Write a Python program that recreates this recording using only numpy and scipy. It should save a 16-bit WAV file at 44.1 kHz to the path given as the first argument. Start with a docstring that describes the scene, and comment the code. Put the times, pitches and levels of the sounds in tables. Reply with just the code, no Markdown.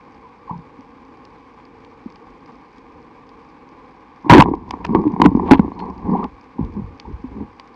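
"""Underwater on a reef: a band speargun is fired, heard from inside a waterproof camera case.
The sea hisses, shrimp snap, glove and rubber creak. At 4.3 s the shot overloads the microphone:
the shaft rattles along the barrel and the bands slap home. Shaft, line and hand then knock, scrape
and rub on the gun, steel pings and the slack bands flop down. Everything sounds through the case:
a low thud and a wall ringing near 1 kHz."""
import sys
import numpy as np
from scipy import signal
from scipy.fft import rfft, irfft
from scipy.io import wavfile

SR = 44100
rng = np.random.default_rng(int(sys.argv[2]) if len(sys.argv) > 2 else 0)


def pcm_store(signal):
    """Save signal as 16-bit PCM."""
    levels = np.round(np.clip(np.atleast_2d(signal), -1, 1) * 32767)
    wavfile.write(sys.argv[1], SR, levels.astype(np.int16).T)


N = 341775

# Spectral shapes: f/Hz, relative level/dB
SEA_LOW_SHAPE = [(20, -24.5), (45, -3.5), (105, -8.5), (200, -6), (260, 2), (330, -2.5), (390, -10.5),
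                 (465, 0), (530, -8.5), (610, -16.5), (900, -84)]  # water noise through the case
SEA_HIGH_SHAPE = [(480, -29.5), (650, -17.5), (820, 0), (900, -5.5), (1010, 0), (1170, -3), (1330, -18),
                  (1550, -14), (1950, -18), (2280, -13.5), (2800, -25), (3900, -29.5), (4700, -30),
                  (7500, -43.5), (15000, -65)]  # far shrimp through the case
SNAP_SHAPE = [(800, -31.5), (1700, -4.5), (2300, 8.5), (3000, -4), (4000, -5.5), (4700, 5.5), (6200, -5.5),
              (9000, -38.5), (14000, -44.5)]  # near shrimp
SWAY_SHAPE = [(25, -25.5), (42, -1), (85, 0.5), (130, -9.5), (250, -21), (600, -67.5)]  # gun sway
BODY_SHAPE = [(30, -5), (110, -18.5), (180, 12), (300, 5), (430, 1.5), (600, -19), (900, -54), (2000, -87)]  # case body
WALL_SHAPE = [(100, -54), (600, -17.5), (800, -2.5), (980, 3), (1130, -4), (1320, -34), (1550, -30.5),
              (2250, -28.5), (2800, -55), (4600, -49.5), (8000, -80), (15000, -104)]  # case wall
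TICK_SHAPE = [(300, -20.5), (1000, -18), (1400, -12), (1900, -9), (2300, -1.5), (2800, -4.5), (3800, -8.5),
              (4900, -6), (6200, -15.5), (8500, -33.5), (15000, -62)]  # water-borne clicks
SCRAPE_SHAPE = [(600, -2), (1400, 2), (2300, 1), (3100, -4.5), (4600, -15.5), (6200, -29), (8000, -32.5),
                (14000, -61.5)]  # sliding on steel

# Glove and rubber stick-slip: centre t/s, level/dB, length/s, f/Hz
RUBBER_CREAKS = [(0.254, -42.5, 0.079, 995), (.482, -35.5, 0.017, 1000), (0.498, -26, 0.0122, 980),
                 (0.51, -25.5, 0.031, 1001), (0.538, -34.5, 0.075, 947), (4.97, -16.5, 0.0096, 1050),
                 (6.099, -23, .04, 226), (6.139, -23, .025, 220), (6.152, -17, 0.022, 759),
                 (6.162, -20, 0.032, 922), (6.231, -26, 0.031, 1072), (6.586, -30, 0.0076, 920),
                 (7.056, -34.5, 0.021, 874)]
# Shaft and line hitting the gun: t/s, thud/dB, thud f/Hz, clack/dB
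HARD_KNOCKS = [(.51, -20, 165, -23.5), (2.059, -21, 234, -84), (4.246, -26, 240, -30), (4.458, -5, 209, 0),
               (4.484, -1, 350, -11), (4.513, 0, 291, -22), (4.537, -9.5, 320, -6),
               (4.7365, -21.5, 268, -16.5), (4.892, -8.5, 199, -22), (4.949, -2.5, 314, -4.5),
               (4.957, -6.5, 303, -7.5), (5.039, -22, 300, -18), (5.138, -17.5, 184, -21),
               (5.163, -29, 279, -16), (5.199, -4.5, 265, -8.5), (5.217, -3, 298, 4.5),
               (5.237, -9, 222, -17), (5.259, 5.5, 207, 1.5), (5.35, 0, 223, -19), (5.372, -7.5, 270, -21),
               (5.396, -16, 266, -10), (5.51, 8.5, 278.5, 5), (5.535, 1.5, 295, 0), (5.594, 3, 204, -8.5),
               (5.646, -16.5, 290, -25), (5.679, -16.5, 285, -24), (5.718, -24, 250, -21)]
# Glove and line strokes: start t/s, length/s, body level/dB, wall rasp/dB re body
GUN_RUBS = [(4.231, 0.074, -33.5, 3.5), (4.572, 0.29, -37.5, -2.5), (4.854, 0.17, -19.5, -11),
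            (5.014, 0.18, -28, -9.5), (5.188, 0.073, -16.5, -5), (5.366, 0.11, -19, -12.5),
            (5.46, .1, -23, 2.5), (5.598, 0.045, -25, -28), (5.739, 0.17, -29, -2.5),
            (5.907, 0.18, -37.5, -2.5), (6.031, .12, -19, -11), (6.117, 0.13, -22, -5),
            (6.532, .17, -33.5, -16), (6.717, 0.087, -31.5, -15), (7.04, 0.073, -37.5, -13),
            (7.275, 0.16, -34.5, -12.5)]
# Unloaded gun swinging, water pushing on the case: centre t/s, level/dB, length/s
GUN_SWINGS = [(4.68, -37, 0.24), (4.972, -35, 0.57), (5.396, -31, 0.47), (5.98, -41.5, 1.25),
              (6.057, -25, .05), (6.641, -24.5, 0.15), (6.808, -32, 0.38), (7.134, -33, 0.25),
              (7.366, -39, 0.47)]
# Glove and rubber blows: t/s, level/dB, f/Hz
SOFT_BUMPS = [(.528, -26.5, 177), (.556, -27.5, 162), (.585, -29.5, 163), (.787, -30.5, 265),
              (4.262, -15, 308), (4.905, -11, 230), (4.998, -15, 346), (5.052, -9, 314), (5.065, -5.5, 303),
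              (5.25, 0.5, 300), (5.275, -7, 190), (5.315, -13, 278), (5.515, 13, 285.5), (6.092, -16, 256),
              (6.765, -19, 205), (7.24, -19, 264), (7.365, -25, 223), (7.405, -20, 242), (7.419, -21, 226)]
# Water-borne clicks: t/s, relative tick level/dB, clack/dB
WATER_TICKS = [(1.2521, -30.5, -52), (1.848, -33, -53), (2.1584, -31, -57), (2.7826, -37, -56),
               (3.2919, -33.5, -56), (4.336, -9.5, -12), (4.5522, -29, -52), (4.7087, -12, -15.5),
               (4.85, -16, -15.5), (4.8658, -23.5, -41), (5.2611, -39, -58), (5.5164, 1, -52),
               (5.792, -28, -45.5), (6.2417, -28, -27), (6.6488, -35.5, -49), (6.9992, -16, -39),
               (7.5973, -21, -30)]
# Line and shaft sliding on steel: centre t/s, level/dB, length/s
STEEL_SCRAPES = [(4.301, -8.5, 0.017), (4.314, -16, 0.032), (4.344, -1.5, 0.0085), (4.37, -13, 0.048),
                 (4.407, 4.5, 0.0068), (4.437, -17.5, .022), (4.49, -45, 0.048), (4.851, -20.5, 0.018),
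                 (4.955, -39.5, 0.031), (5.078, -39.5, 0.012), (5.202, -41, .012), (5.219, -15, .008),
                 (5.253, -30, .04), (5.479, -44, 0.095), (5.532, -18, 0.07), (5.581, -38, .024),
                 (5.802, -42.5, 0.024), (6.19, -53, 0.13), (6.243, -26, 0.0064)]
# Release, shaft rattle, band slap: t/s, thud/dB, thud f/Hz, clack/dB
SHOT_BLOWS = [(4.2968, 5, 306, 9), (4.303, 3.5, 122, 8), (4.310, 2, 133, 7), (4.321, 15.5, 137, 12.5),
              (4.327, 10, 256, 9), (4.334, 7, 297, 13), (4.348, 11, 354, 9), (4.358, 5.5, 264, 1.5),
              (4.369, 7, 312, 2.5), (4.380, 19.5, 298, 10.5), (4.392, 20, 151.4, 5), (4.400, 1, 255, 17.5),
              (4.408, 1, 207, 13), (4.4205, 0.5, 270, 15.5)]
# Light metal touches: t/s, level/dB
STEEL_PINGS = [(5.732, -57), (5.791, -44)]
# Slack bands landing: t/s, level/dB, f/Hz, bounce gap/s
BAND_FLOPS = [(6.591, -9.5, 237, 0.018), (6.794, -18.5, 197, 0.024), (7.077, -29, 210, .026)]


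def amp(db):
    return 10 ** (np.asarray(db) / 20)


def unit_rms(x):
    return x / np.sqrt(np.mean(x ** 2) + 1e-20)


def unit_peak(x):
    return x / (abs(x).max() + 1e-20)


def add(mix, start_s, sound):
    part = mix[max(round(start_s * SR), 0):][:len(sound)]
    part += sound[:len(part)]


def response(shape, size=4096):
    """Minimum-phase impulse response of a spectral shape."""
    hz, db = np.transpose(shape)
    bins_hz = np.fft.rfftfreq(size, 1 / SR)
    log_gain = np.log(amp(np.interp(np.log(bins_hz + 1), np.log(hz), db)))
    mirrored = np.concatenate([log_gain, log_gain[-2:0:-1]])
    return np.fft.ifft(np.exp(signal.hilbert(mirrored).conj())).real[:size // 2]


def colour(x, shape):
    """x filtered by a shape; rms 1."""
    return unit_rms(signal.oaconvolve(x, response(shape))[:len(x)])


def drift(cutoff_hz):
    """Slow noise; rms 1."""
    spectrum = rfft(rng.standard_normal(N))
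    return unit_rms(irfft(spectrum * (np.fft.rfftfreq(N, 1 / SR) < cutoff_hz), N))


def grains(per_s, spread_db):
    """Random clicks, mostly small; rms 1."""
    sizes = amp(spread_db * np.minimum(rng.exponential(1, N), 5)) * rng.choice([-1, 1], N)
    return unit_rms(sizes * (rng.random(N) < per_s / SR))


def contact(ring, chatter, chatter_s, size=2048):
    """An impulse and its dying chatter excite the response `ring`; peak 1."""
    t = np.arange(size) / SR
    force = chatter * rng.standard_normal(size) * np.exp(-t / chatter_s)
    force[0] += 1
    return unit_peak(signal.fftconvolve(force, ring))


def swell(length_s):
    return np.hanning(max(round(length_s * SR), 3))


def sea(low_db=-47, high_db=-48.5, snaps_db=-70, patches=8):
    """Water noise, merged crackle of far shrimp, single nearer snaps."""
    low = amp(low_db + 1.1 * drift(2.5)) * colour(rng.standard_normal(N), SEA_LOW_SHAPE)
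    crackle = grains(per_s=2100, spread_db=0.5) + 0.77 * rng.standard_normal(N)
    high = amp(high_db + 0.7 * drift(19)) * colour(crackle, SEA_HIGH_SHAPE)
    snaps = np.zeros(N)
    for _ in range(patches):  # each reef patch has its own echoes
        snap = contact(response(SNAP_SHAPE), chatter=0.15, chatter_s=0.002)
        snaps += signal.oaconvolve(grains(per_s=21, spread_db=5.5), snap)[:N]
    return low + high + amp(snaps_db) * unit_rms(snaps)


def creaks(jitter=0.054):
    """Glove and rubber stick and slip; each slip sings at an unsteady pitch."""
    out = np.zeros(N)
    waver = 1 + jitter * drift(140)
    for s, db, length_s, hz in RUBBER_CREAKS:
        level = amp(db) * swell(length_s)
        cycles = np.cumsum(hz * waver[round(s * SR):][:len(level)]) / SR
        add(out, s - length_s / 2, level * np.sqrt(2) * np.sin(2 * np.pi * cycles))
    return out


def thud(hz, t60_s, rise_s=0.0023, sag=0.093, sag_s=0.0092, slow_db=-13):
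    """Damped mode of gun and case, sagging through hz, over a slower swing of the whole gun."""
    t = np.arange(SR // 3) / SR
    pitch_hz = hz * (1 + sag * (np.exp(-t / sag_s) - 0.5))
    phase = 2 * np.pi * np.cumsum(pitch_hz) / SR
    swing = np.sin(phase) + amp(slow_db) * np.sin(phase * rng.uniform(0.33, 0.651))
    attack = 1 - np.exp(-(t / rise_s) ** 2)
    return unit_peak(swing * attack * amp(-60 * t / t60_s))


def blows(rows, t60_s, chatter, chatter_s, crack_re_clack_db):
    """Each blow: a thud, a clack of the case wall, a bright crack."""
    out, wall, tick = np.zeros(N), response(WALL_SHAPE), response(TICK_SHAPE)
    for s, thud_db, hz, clack_db in rows:
        add(out, s, amp(thud_db) * thud(hz, t60_s))
        add(out, s, amp(clack_db) * contact(wall, chatter, chatter_s))
        add(out, s, amp(clack_db + crack_re_clack_db) * contact(tick, chatter, chatter_s))
    return out


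def knocks():
    """Shaft and line strike the gun: hard, little chatter."""
    return blows(HARD_KNOCKS, t60_s=0.032, chatter=0.078, chatter_s=0.0022, crack_re_clack_db=-50)


def stroke(length_s, rise_share=0.52, release_s=0.012):
    """Rub envelope: rise, hold, release."""
    t = np.arange(round((length_s + 0.2) * SR)) / SR
    rise = np.minimum(t / (rise_share * length_s), 1)
    return rise * np.exp(-np.maximum(t - length_s, 0) / release_s)


def lingering(impacts, settle_s=0.025):
    """Running rms: the shaking left by blows as their energy decays."""
    pole = np.exp(-1 / (settle_s * SR))
    return np.sqrt(signal.lfilter([1 - pole], [1, -pole], impacts ** 2 + 1e-14))


def handling(impacts, shake_sway_db=-18.5, shake_body_db=-14.5, shake_wall_db=-23.5, muffle_hz=2000):
    """Clumped slips of line and glove drive gun, case body and wall in swings, rubs and after blows."""
    swing, rub, rasp = np.zeros((3, N))
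    for s, db, length_s in GUN_SWINGS:
        add(swing, s - length_s / 2, amp(db) * swell(length_s))
    for s, length_s, db, rasp_db in GUN_RUBS:
        add(rub, s, amp(db) * stroke(length_s))
        add(rasp, s, amp(db + rasp_db) * stroke(length_s))
    shake = lingering(impacts)
    slips = grains(per_s=1000, spread_db=1.3) * amp(1.9 * drift(37))
    sway = np.hypot(swing, amp(shake_sway_db) * shake) * colour(slips, SWAY_SHAPE)
    body = np.hypot(rub, amp(shake_body_db) * shake) * colour(slips, BODY_SHAPE)
    wall = np.hypot(rasp, amp(shake_wall_db) * shake) * colour(slips, WALL_SHAPE)
    return signal.lfilter(*signal.butter(2, muffle_hz, fs=SR), sway + body) + wall


def padded(rows, t60_s, clack_re_thud_db=-18.5):
    """Soft blows: thuds with a trace of clack."""
    hits = [(s, db, hz, db + clack_re_thud_db) for s, db, hz in rows]
    return blows(hits, t60_s, chatter=0.082, chatter_s=0.014, crack_re_clack_db=-41.5)


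def bumps():
    """Glove and rubber bump the gun; longer ring than a knock."""
    return padded(SOFT_BUMPS, t60_s=0.093)


def ticks(tick_trim_db=-6):
    """Sharp clicks travel through the water and ring the case wall."""
    out, wall, tick = np.zeros(N), response(WALL_SHAPE), response(TICK_SHAPE)
    for s, tick_db, clack_db in WATER_TICKS:
        add(out, s, amp(tick_db + tick_trim_db) * contact(tick, chatter=0.93, chatter_s=0.0016))
        add(out, s, amp(clack_db) * contact(wall, chatter=0.03, chatter_s=0.0014))
    return out


def scrapes():
    """Line and shaft run over steel: short swells of dense grit."""
    level = np.zeros(N)
    for s, db, length_s in STEEL_SCRAPES:
        add(level, s - length_s / 2, amp(db) * swell(length_s))
    return level * colour(grains(per_s=4400, spread_db=5.5), SCRAPE_SHAPE)


def shot():
    """Release, shaft rattling along the barrel, bands slapping home."""
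    return blows(SHOT_BLOWS, t60_s=0.036, chatter=0.23, chatter_s=0.0035, crack_re_clack_db=-23.5)


def pings(hz=4250, t60_s=0.13):
    """Light touches ring one mode of the steel wishbone."""
    out, t = np.zeros(N), np.arange(SR // 3) / SR
    ring = np.sin(2 * np.pi * hz * t) * amp(-60 * t / t60_s)
    for s, db in STEEL_PINGS:
        add(out, s, amp(db) * ring)
    return out


def flops(landings=3, step_db=-2, pitch_ratio=0.69):
    """Slack bands land on the barrel and bounce, each time softer and lower."""
    bounces = [(s + k * gap_s, db + k * step_db, hz * pitch_ratio ** k)
               for s, db, hz, gap_s in BAND_FLOPS for k in range(landings)]
    return padded(bounces, t60_s=0.034)


def scene():
    """Gun sounds over the sea, mono; only hard blows leave the gun shaking."""
    hard = shot() + knocks()
    soft = bumps() + flops()
    return (hard + soft + ticks() + pings() + scrapes() + creaks() + handling(hard) + sea())[None]


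def record(dry, fall_db_per_s=170, recover_db_per_s=42, max_duck_db=13,
           leak_hz=22, dull_hz=8500, edge_hz=15800):
    """Gain falls on overload and creeps back; the excess clips; then a band limit."""
    overload = abs(dry[0]) > 1
    ramp_db = np.cumsum(np.where(overload, fall_db_per_s, -recover_db_per_s)) / SR
    duck_db = np.minimum(ramp_db - np.minimum.accumulate(ramp_db), max_duck_db)
    driven = dry * amp(-duck_db)
    clipped = driven / (1 + driven ** 16) ** (1 / 16)
    # input stage: flat tops round off and droop
    shaped = signal.lfilter(*signal.butter(1, [leak_hz, dull_hz], "bandpass", fs=SR), clipped)
    lowpass = signal.firwin(511, edge_hz, window=("kaiser", 8), fs=SR)
    return signal.oaconvolve(np.clip(shaped, -1, 1), lowpass[None], "same")


dry = scene()
out = record(dry)
pcm_store(out)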